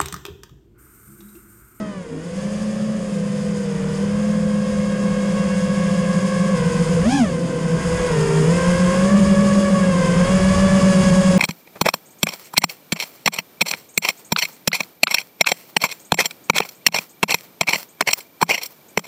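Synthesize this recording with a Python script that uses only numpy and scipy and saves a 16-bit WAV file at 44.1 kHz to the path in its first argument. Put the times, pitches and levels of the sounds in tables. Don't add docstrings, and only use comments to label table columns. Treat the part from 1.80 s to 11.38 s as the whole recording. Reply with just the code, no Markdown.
import sys
import numpy as np
from scipy import signal
from scipy.fft import rfft, irfft, next_fast_len
from scipy.io import wavfile
from scipy.ndimage import uniform_filter1d, map_coordinates

SR = 44100
rng = np.random.default_rng(int(sys.argv[2]) if len(sys.argv) > 2 else 0)


def output_pcm(signal):
    pcm = np.clip(np.atleast_2d(signal).T, -1, 1) * 32767
    wavfile.write(sys.argv[1], SR, np.round(pcm).astype(np.int16))


def amplitude_ratio(level_db):
    exponent = np.asarray(level_db, float) / 20
    return 10 ** exponent


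N = 422478

# time in seconds, level of motors 1-4 in dB.
SHAKE = [(0, -32, -33, -47, -52), (.3, -40, -39, -46, -48), (.6, -26, -38, -44, -35),
         (2.1, -24, -38, -38, -27.5), (2.45, -20, -43, -42, -29), (3.3, -21.5, -29, -34, -30),
         (4.2, -22, -25, -30, -22.5), (5.2, -24, -25, -25, -23), (5.65, -29, -22, -23, -25),
         (6.1, -29, -28, -24, -28), (6.6, -17, -30, -26, -33), (7.05, -19, -19, -30, -38),
         (7.4, -23, -14, -24, -30), (7.8, -27, -15.5, -23, -26), (8.2, -27, -22.5, -20, -22),
         (8.9, -36, -17.5, -15, -29.5), (9.58, -35, -20, -15, -19.5)]
# time in seconds, added speed in Hz.
PUNCH = [(5.225, 0), (5.243, 11), (5.285, 63), (5.318, 98), (5.358, 110), (5.393, 94), (5.465, 25),
         (5.51, 8), (5.56, 0)]


def unit(x):
    return x / np.sqrt(np.mean(x ** 2) + 1e-20)


def curves(rows):
    time_s, *columns = np.transpose(rows)
    return np.array([np.interp(np.arange(N) / SR, time_s, column) for column in columns])


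def wobble(rate_hz):
    step = np.arange(0, N + 64, 64)
    knots = rng.standard_normal(int(N * rate_hz / SR) + 4)
    coarse = map_coordinates(knots, [step * rate_hz / SR])
    return np.interp(np.arange(N), step, coarse)


def along(spectrum, hz):
    f, db = np.transpose(spectrum)
    return np.interp(np.log(hz + 1), np.log(f + 1), db, left=-120, right=-120)


def coloured(x, spectrum):
    size = next_fast_len(N + 8192)
    gain = amplitude_ratio(along(spectrum, np.fft.rfftfreq(size, 1 / SR)))
    return unit(irfft(rfft(x, size) * gain, size)[:N])


def airflow(buffet_db, wash_db, whoosh_db):
    # frequency in Hz, density in dB per Hz.
    buffet_spectrum = [(8.8, -38), (15, -9), (64, -1), (97, -1.5), (130, -6.5), (170, -29), (290, -120)]
    wash_spectrum = [(170, -23), (240, 0), (310, -5), (400, -0.5), (520, 2), (800, -51)]
    whoosh_spectrum = [(350, -36), (550, 3.5), (820, -2.5), (1090, 1.5), (1300, -4.5), (1650, -4),
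                       (2300, -8.5), (3500, -16)]
    buffet = amplitude_ratio(buffet_db + 2.2 * wobble(8.4)) * coloured(rng.standard_normal(N), buffet_spectrum)
    wash = amplitude_ratio(wash_db + 3.5 + 1.5 * wobble(9)) * coloured(rng.standard_normal(N), wash_spectrum)
    whoosh = amplitude_ratio(whoosh_db + 5.0 + 0.6 * wobble(7)) * coloured(rng.standard_normal(N), whoosh_spectrum)
    return buffet + wash + whoosh


def wake():
    # middle in seconds, half length in seconds, level in dB.
    sinkings = [(0.019, 0.11, -35), (0.378, 0.076, -34), (5.62, 0.23, -30.5), (6.72, 0.17, -32),
                (8.14, .1, -34), (8.86, .15, -36), (9.56, .07, -34)]
    # frequency in Hz, density in dB per Hz.
    shudder_spectrum = [(190, -25), (240, -1.5), (285, -1), (330, -6), (400, -11), (470, -35)]
    t = np.arange(N) / SR
    strength = sum(amplitude_ratio(db) * np.exp(-((t - mid_s) / half_s) ** 2) for mid_s, half_s, db in sinkings)
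    return strength * amplitude_ratio(1.9 * wobble(14)) * coloured(rng.standard_normal(N), shudder_spectrum)


def rattle():
    # frequency in Hz, density in dB per Hz.
    rattle_spectrum = [(100, -34), (125, -5), (165, 1), (215, -1), (260, -18.5)]
    drive = np.sqrt(np.sum(amplitude_ratio(curves(SHAKE)) ** 2, axis=0))
    return drive * amplitude_ratio(-8.5 + 1.7 * wobble(7.2)) * coloured(rng.standard_normal(N), rattle_spectrum)


def punch():
    added_hz = curves(PUNCH)[0]
    return added_hz / added_hz.max()


def demand():
    # time in seconds, speed of motors 1-4 in Hz.
    cruise_hz = [(0, 219, 203, 175.1, 162.9), (.7, 209.4, 196, 187.7, 178.1), (1.16, 215, 200, 190, 182),
                 (1.35, 201.3, 179.5, 174.1, 167.9), (1.7, 204, 177, 175.1, 165.6),
                 (2.42, 208.9, 186.2, 176.9, 169.8), (3.7, 200.2, 183.9, 183, 169.8),
                 (4.72, 197.4, 187.8, 181.2, 173.8), (4.8, 182.9, 175.1, 168.1, 160.5),
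                 (5.22, 182, 174, 166.8, 162), (5.55, 173.5, 171.7, 163, 160.5),
                 (6.2, 170, 181.8, 166.1, 164.2), (6.8, 174.6, 179.7, 174.8, 163.2),
                 (7.16, 182, 186.4, 178.1, 166), (7.4, 189, 200.4, 188, 181),
                 (7.8, 189.5, 202.5, 188.6, 182.1), (8.65, 182, 194.2, 187, 168.5),
                 (9.58, 179.8, 195.3, 183.6, 168)]
    # middle in seconds, half length in seconds, drop in Hz,
    # extra drop per step from motor 4 to 1 in Hz, squareness exponent.
    eases = [
        (.35, .2, 36, 13, 1.8),
        (2.052, .23, 13, 0.27, 2.93),
        (6.51, .2, 17.5, -0.6, 5.93),
        (7.322, 0.071, -6, -0.5, 2.2),
        (8.28, .21, 15, -0.03, 2.4),
        (8.561, 0.0599, -3, 0.37, 2.4),
        (8.92, .13, -4, -0.5, 2.1),
    ]
    t = np.arange(N) / SR
    motor_step = np.arange(4)[::-1, None] - 3 / 2
    drop_hz = 0
    for mid_s, half_s, hz, extra_hz, square in eases:
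        drop_hz = drop_hz + (hz + extra_hz * motor_step) * np.exp(-np.abs((t - mid_s) / half_s) ** square)
    drop_hz[3] += 12 * np.exp(-((t - 6.5) / 0.19) ** 6)
    return curves(cruise_hz) - drop_hz + curves(PUNCH)


def shaft_speeds(hunt, wind_rise_db):
    speed_hz = uniform_filter1d(demand(), size=SR // 70, axis=1)
    gusts = 0.0008 * amplitude_ratio(0.6996 * wind_rise_db)
    return speed_hz * (1 + np.array([hunt * wobble(22) + gusts * wobble(7) for _ in speed_hz]))


def tip_hiss(angles, level_db, chop):
    # frequency in Hz, density in dB per Hz.
    tip_spectrum = [(1100, -24), (2000, -6), (3290, -4.5), (4080, -10), (5010, 0), (5790, -8), (6540, -1),
                    (7800, -5), (9500, -6), (10300, -12), (11800, -28), (14300, -29), (15000, -38),
                    (15150, -70)]
    swell = 1 + np.clip(chop, 0, 1) * np.cos(3 * angles)
    hiss = coloured(np.sum(swell * rng.standard_normal(angles.shape), axis=0), tip_spectrum)
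    gust_db = 0.22 * wobble(3.2) + 0.6 * wobble(15) + 0.76 * wobble(40)
    return amplitude_ratio(level_db - 0.5 + gust_db) * hiss


def level(rows, punch_db):
    cruise_db = curves(rows)
    return cruise_db + np.sqrt(punch()) * (np.array(punch_db)[:, None] - cruise_db)


def tone(angle, order, level_db, flutter_db, flutter_hz):
    return amplitude_ratio(level_db + flutter_db * wobble(flutter_hz)) * np.sqrt(2) * np.sin(order * (angle + order))


def rotors(speeds_hz, angles, sharp_db):
    # time in seconds, level of motors 1-4 in dB.
    blade_rows = [(0, -34.5, -54, -68, -71), (.3, -43, -60, -42, -37), (.9, -47.5, -44, -42.5, -34),
                  (2.1, -44, -46, -37.5, -29.5), (3.6, -45, -35.5, -35.5, -27.5), (4.6, -44, -39, -34, -27),
                  (5.2, -46, -35, -27, -25.5), (5.6, -32, -36, -36, -30), (6, -36, -45, -30, -26),
                  (6.3, -33, -45, -21.5, -28), (6.55, -33, -50, -25, -20.5), (7, -48, -50, -22, -31),
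                  (7.4, -50, -38, -22, -44), (8.3, -38, -33, -22.5, -29), (8.8, -46, -35, -21.5, -48),
                  (9.58, -42, -31, -19, -50)]
    # time in seconds, level of motors 1-4 in dB.
    slap_rows = [(0, -48, -57, -55, -59), (.17, -52, -64, -56, -62), (.3, -60, -79, -62, -67),
                 (.6, -65, -57, -66, -61), (1.2, -60, -59, -60, -61), (1.6, -60, -65, -59, -59),
                 (2.4, -58.5, -53.5, -53.5, -59.5), (3.6, -55, -49.5, -44.5, -51),
                 (4.8, -50, -43.5, -43, -45), (5.65, -50, -49.5, -54, -64), (6.3, -47, -41.5, -42.5, -46),
                 (6.55, -48, -55, -41, -49), (6.9, -46, -39, -36, -41), (7.5, -41, -45, -37.5, -44),
                 (8.2, -41, -47, -36, -45), (8.8, -52, -45, -37, -52), (9.58, -46.5, -52, -38, -54)]
    uneven_db = [(-13.5, -19), (-34, -14), (-17, -30), (-28, -17.5)]
    # frequency in Hz, gain in dB.
    frame_gain = [(100, 0), (165, -1.5), (205, 0.5), (235, 4), (280, -1), (400, -5)]
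    # frequency in Hz, gain in dB.
    case_gain = [(850, 2), (1100, 5.5), (1400, 0.2), (1750, 2), (2300, -7), (3400, -11), (4100, -21),
                 (5000, -17), (5800, -20.5), (6500, -21), (8500, -40)]
    punch_shake_db = [-22, -21, -21.5, -36]
    punch_blade_db = [-29, -37, -34, -26]
    punch_slap_db = [-41, -42, -50, -42]

    shakes_db = level(SHAKE, punch_shake_db)
    blades_db = level(blade_rows, punch_blade_db)
    slaps_db = level(slap_rows, punch_slap_db)
    out = np.zeros(N)
    for motor, (second_db, fourth_db) in enumerate(uneven_db):
        speed_hz, angle = speeds_hz[motor], angles[motor]
        shake_db = shakes_db[motor] + along(frame_gain, speed_hz)
        blade_db = blades_db[motor]
        out += tone(angle, order=1, level_db=shake_db, flutter_db=1.0, flutter_hz=22.03)
        out += tone(angle, order=2, level_db=blade_db + second_db, flutter_db=4.5, flutter_hz=29.85)
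        out += tone(angle, order=3, level_db=blade_db - 0.9, flutter_db=1.27, flutter_hz=24.34)
        out += tone(angle, order=4, level_db=blade_db + fourth_db, flutter_db=2.5, flutter_hz=16)
        for k in range(6, 37, 3):
            colour_db = along(case_gain, k * speed_hz) + sharp_db * np.log2(k * speed_hz / 1000)
            out += tone(angle, order=k, level_db=slaps_db[motor] + colour_db, flutter_db=2.5, flutter_hz=29.92)
    return out


def scene():
    # time in seconds, wind pressure on the port in dB, blade load in dB,
    # slap sharpness in dB per octave above 1 kHz.
    flight = [(0, -49, -50, 1), (.3, -46, -52, 1.5), (.6, -45, -43.5, 6.5), (1.3, -46.5, -44, 4.5),
              (2.25, -38, -41.5, 4), (2.65, -41, -43, 2.5), (3.7, -38.5, -38.5, 2.6), (4.6, -42, -37.5, .4),
              (5.2, -30, -36.5, 0.5), (5.55, -37, -41, 0.5), (5.85, -37, -39, .2), (6.05, -30, -35, .1),
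              (6.3, -33, -34.5, 1), (7, -29, -31.5, -1.5), (8.05, -33, -35, -1.6), (8.5, -25.5, -32, 1.5),
              (9, -26, -30, 2.3), (9.58, -30.5, -30.5, 1.84)]
    wind_db, load_db, sharp_db = curves(flight)
    wind_rise_db = wind_db + 47
    load_rise_db = load_db + 44
    full = punch()
    speeds_hz = shaft_speeds(hunt=0.003, wind_rise_db=wind_rise_db)
    start_turns = rng.random((len(speeds_hz), 1))
    angles = 2 * np.pi * (np.cumsum(speeds_hz, axis=1) / SR + start_turns)

    wash_db = np.minimum(-43 + 0.28 * wind_rise_db + 0.43 * load_rise_db, -34.5) - 5 * full
    whoosh_db = -48.5 + 0.4 * wind_rise_db + 0.52 * load_rise_db - 8 * full
    air = airflow(wind_db, wash_db, whoosh_db) + wake()
    hiss = tip_hiss(angles, load_db + 6.5 * full, chop=0.84)
    mix = air + rattle() + hiss + rotors(speeds_hz, angles, sharp_db + 6 * full)
    return mix[None]


def band_limit(x):
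    return signal.sosfilt(signal.butter(12, 15660, fs=SR, output="sos"), x)


def record(dry):
    soft = dry / np.sqrt(1 + (dry / 0.78) ** 2)
    return band_limit(soft)


dry = scene()
out = record(dry)
output_pcm(out)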